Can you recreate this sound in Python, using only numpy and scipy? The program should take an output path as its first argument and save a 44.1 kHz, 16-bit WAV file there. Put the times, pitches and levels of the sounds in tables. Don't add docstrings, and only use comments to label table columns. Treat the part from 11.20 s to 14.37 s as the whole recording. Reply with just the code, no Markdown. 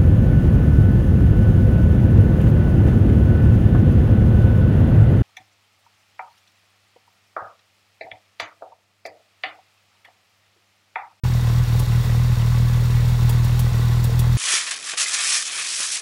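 import sys
import numpy as np
from scipy import signal
from scipy.fft import rfft, irfft, next_fast_len
from scipy.io import wavfile
from scipy.ndimage import map_coordinates

SR = 44100
rng = np.random.default_rng(int(sys.argv[2]) if len(sys.argv) > 2 else 0)


def bounce(signal):
    frames = np.transpose(np.atleast_2d(signal))
    limited = np.clip(frames, -1, 1)
    pcm = np.round(limited * 32767).astype(np.int16)
    wavfile.write(sys.argv[1], SR, pcm)


N = 139797
T = np.arange(N) / SR
CYLINDERS = 6


def amp(db):
    return 10 ** (np.asarray(db) / 20)


def unit(x):
    return x / np.sqrt(np.mean(x ** 2) + 1e-20)


def along(points, hz):
    point_hz, values = np.transpose(points)
    return np.interp(np.log(hz + 1), np.log(point_hz + 1), values)


def filtered(x, response):
    size = 2 * next_fast_len(N)
    hz = np.fft.rfftfreq(size, 1 / SR)
    return irfft(rfft(x, size) * response(hz), size)[:N]


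def colour(points):
    def response(hz):
        cepstrum = irfft(np.log(amp(along(points, hz))))
        half = len(cepstrum) // 2
        cepstrum[1:half] *= 2
        cepstrum[half + 1:] = 0
        return np.exp(rfft(cepstrum))
    return response


def resonances(modes):
    def response(hz):
        return sum(amp(db) * 1j * hz * width / (centre ** 2 - hz ** 2 + 1j * hz * width)
                   for centre, width, db in modes)
    return response


def noise(points):
    return unit(filtered(rng.standard_normal(N), colour(points)))


def wobble(rate):
    knots = rng.standard_normal(int(N * rate / SR) + 4)
    return map_coordinates(knots, [T * rate])


def pulses(times, sizes):
    samples = np.clip(np.round(times * SR).astype(int), 0, N - 1)
    return np.bincount(samples, sizes, N)


def gate(phase, centre, width):
    distance = (phase - centre + .5) % 1 - .5
    return np.exp(-.5 * (distance / width) ** 2)


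def puffs(phase, times, modes, centre, width, scatter_db):
    size = amp(np.interp(T, times, scatter_db * rng.standard_normal(len(times))))
    bursts = size * gate(phase, centre, width) * rng.standard_normal(N)
    return unit(filtered(bursts, resonances(modes)))


def crank():
    # time in seconds, speed in rpm.
    speed = [(0.0, 813.6), (0.14, 819.7), (0.27, 784), (0.39, 814), (0.5, 779.5), (0.61, 825.9),
             (0.71, 781), (0.81, 821.3), (0.93, 791), (1.1, 821.4), (1.19, 763.2), (1.3, 806.7), (1.5, 801),
             (1.85, 805.6), (2.05, 796), (2.4, 810), (2.58, 794.4), (3.17, 809)]
    # time in seconds (the nearest firing is taken), strength in dB.
    weak = [(.2, -5.5), (.45, -25), (.65, -20), (.825, -25), (1.15, -25), (2.497, -9), (2.897, -10)]
    start_phase = -0.0959
    rpm = np.interp(T, *np.transpose(speed))
    firings_per_s = rpm / 60 * CYLINDERS / 2
    phase = start_phase + np.cumsum(firings_per_s) / SR
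    times = np.interp(np.arange(int(phase[-1]) + 1), phase, T)
    strength_db = np.zeros(len(times))
    for s, db in weak:
        strength_db[np.argmin(abs(times - s))] = db
    return phase, times, strength_db


def wash(level_db=-36):
    # frequency in Hz, relative level in dB per Hz.
    wash_colour = [(20, 7), (55, 21), (130, 6.5), (200, 11.5), (280, 2), (480, 4), (650, -5.5), (1200, 0.5),
                   (2200, -2.5), (3500, -29.5), (8000, -49.5)]
    return amp(level_db) * noise(wash_colour)


def garage(x, level_db=-9):
    # frequency in Hz, time in seconds to fall by 60 dB.
    decay = [(100, 0.87), (1000, 0.65), (5000, 0.29), (15000, 0.26)]
    hz, t, grid = signal.stft(rng.standard_normal(SR), SR, nperseg=256)
    fall = np.exp(-np.log(1000) * t / along(decay, hz)[:, None])
    tail = signal.istft(grid * fall, SR, nperseg=256)[1]
    return amp(level_db) * signal.fftconvolve(x, tail / np.linalg.norm(tail))[:N]


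def hiss(phase, level_db=-40.88, flutter_db=1.0, pulsing=0.45):
    # frequency in Hz, relative level in dB per Hz.
    hiss_colour = [(1500, -19), (2400, -4), (2700, -1), (3000, -5), (3600, 1), (4400, 0.5), (4900, -3.5),
                   (6400, -5.5), (7100, -5.5), (7700, -9.5), (8300, -8.5), (9700, -10), (10400, -13.5),
                   (11300, -10), (14700, -9.5), (15700, -9)]
    flow = amp(flutter_db * wobble(70)) * (1 + pulsing * gate(phase, centre=0.44, width=0.14))
    return amp(level_db) * unit(flow * noise(hiss_colour))


def injectors(phase, lead=.45, scatter_db=1, ring_s=0.0046):
    # frequency in Hz, width in Hz, relative level in dB.
    tick_modes = [(3450, 78, -10), (4440, 240, -17), (5650, 75, 6), (6260, 170, -8), (6860, 120, -19)]
    # level in dB, one cylinder louder than the rest.
    cylinder_db = [-42, -49, -46, -45, -53, -63]
    count = int(phase[-1] + lead)
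    firing = np.arange(1, count + 1)
    times = np.interp(firing - lead, phase, T)
    level_db = np.array(cylinder_db)[firing % CYLINDERS] + scatter_db * rng.standard_normal(count)
    ring = filtered(pulses(times, amp(level_db)), resonances(tick_modes))
    rms = np.sqrt(np.sum(amp(level_db) ** 2) * ring_s * SR / N)
    return rms * unit(ring)


def clatter(phase, times, level_db=-50):
    # frequency in Hz, width in Hz, relative level in dB.
    clatter_modes = [(1730, 60, -10), (1968, 59, 3), (2200, 110, -7.5)]
    return amp(level_db) * puffs(phase, times, clatter_modes, centre=-0.14, width=0.16, scatter_db=3.5)


def spits(crackle_db=2):
    # start in seconds, level in dB.
    events = [(.592, -32), (2.092, -30), (2.242, -37), (2.391, -30), (2.839, -32.5), (2.991, -29.5)]
    # frequency in Hz, relative level in dB.
    spit_colour = [(800, -25), (2500, -4.5), (5000, -2), (7000, -3.5), (9000, -1), (10400, -2), (12000, -2),
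                   (14500, 0), (16000, -4.5)]
    attack_s, hold_s, t60_s = 0.0013, 0.0077, 0.057
    level = np.zeros(N)
    for s, db in events:
        rise = np.clip((T - s) / attack_s, 0, 1)
        decay = np.exp(-np.log(1000) * np.maximum(T - s - hold_s, 0) / t60_s)
        level += amp(db) * rise * decay
    return level * unit(amp(crackle_db * wobble(1500)) * noise(spit_colour))


def chuff(phase, times, level_db=-46):
    # frequency in Hz, width in Hz, relative level in dB.
    shell_modes = [(322.5, 22, 3), (355, 40, -6.5), (445.4, 35, 0.5), (517, 75, -4.5)]
    return amp(level_db) * puffs(phase, times, shell_modes, centre=0.022, width=.12, scatter_db=3.5)


def tailpipe(phase, times, strength_db, level_db=-41.5, scatter_db=2.4, follows=0.37):
    # frequency in Hz, width in Hz, relative level in dB.
    pipe_modes = [(744, 16, -4.5), (859, 38, -0.5), (925, 28, -0.5), (1027, 57, 3), (1132, 33, -3.5),
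                  (1300, 140, -12.5), (1466, 16, -1.5), (1728, 85, -11), (2656, 570, -14.5)]
    # time in seconds (nearest firing), added level in dB.
    rasps = [(.125, 0), (.3, 5.5), (.725, 7.5), (.8, 4), (.95, 1), (1.225, 6), (1.475, 3), (2.1, 5.5),
             (2.375, 1), (2.55, 2)]
    puff_db = follows * strength_db + scatter_db * rng.standard_normal(len(times))
    for s, db in rasps:
        puff_db[np.argmin(abs(times - s))] += db
    flow = amp(np.interp(T, times, puff_db)) * (.35 + gate(phase, centre=-.08, width=.19))
    turbulence = flow * rng.standard_normal(N)
    return amp(level_db) * unit(filtered(turbulence, resonances(pipe_modes)))


def exhaust(times, strength_db):
    # frequency in Hz, relative level in dB.
    silencer_colour = [(20, -42.5), (32, -38), (40, -9), (60, -11.5), (80, -8.5), (100, -3.5), (120, 0.5),
                       (140, -12.5), (160, -15.5), (200, -20.5), (240, -31), (300, -53.5), (600, -43.5),
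                       (1500, -110)]
    # frequency in Hz, relative level in dB.
    front_colour = [(120, -32), (250, -7), (320, 2.5), (480, -1), (650, -7), (900, -4), (1400, -22),
                    (3000, -33)]
    thump_db, front_db = -16, -46
    thump_scatter_db, front_scatter_db = 1.14, 1.5
    jitter_s, bank_db = 0.00037, 9.5
    chance = rng.standard_normal((len(times), 3))
    times = times + jitter_s * chance[:, 0]
    bank = np.arange(len(times)) % 2
    thump_size = amp(strength_db + thump_scatter_db * chance[:, 1])
    front_size = amp(.5 * strength_db - bank_db * bank + front_scatter_db * chance[:, 2])
    thump = filtered(pulses(times, thump_size), colour(silencer_colour))
    front = filtered(pulses(times, front_size), colour(front_colour))
    return amp(thump_db) * unit(thump), amp(front_db) * unit(front)


def scene():
    phase, times, strength_db = crank()
    thump, front = exhaust(times, strength_db)
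    upper = hiss(phase) + injectors(phase) + clatter(phase, times) + spits()
    upper += chuff(phase, times) + tailpipe(phase, times, strength_db) + front
    return (wash() + garage(upper) + upper + thump)[None]


def record(dry):
    start_s, fade_s, top_hz = .036, .002, 15800
    opened = np.clip((T - start_s) / fade_s, 0, 1)
    return filtered(dry[0] * opened, lambda hz: hz < top_hz)[None]


dry = scene()
out = record(dry)
bounce(out)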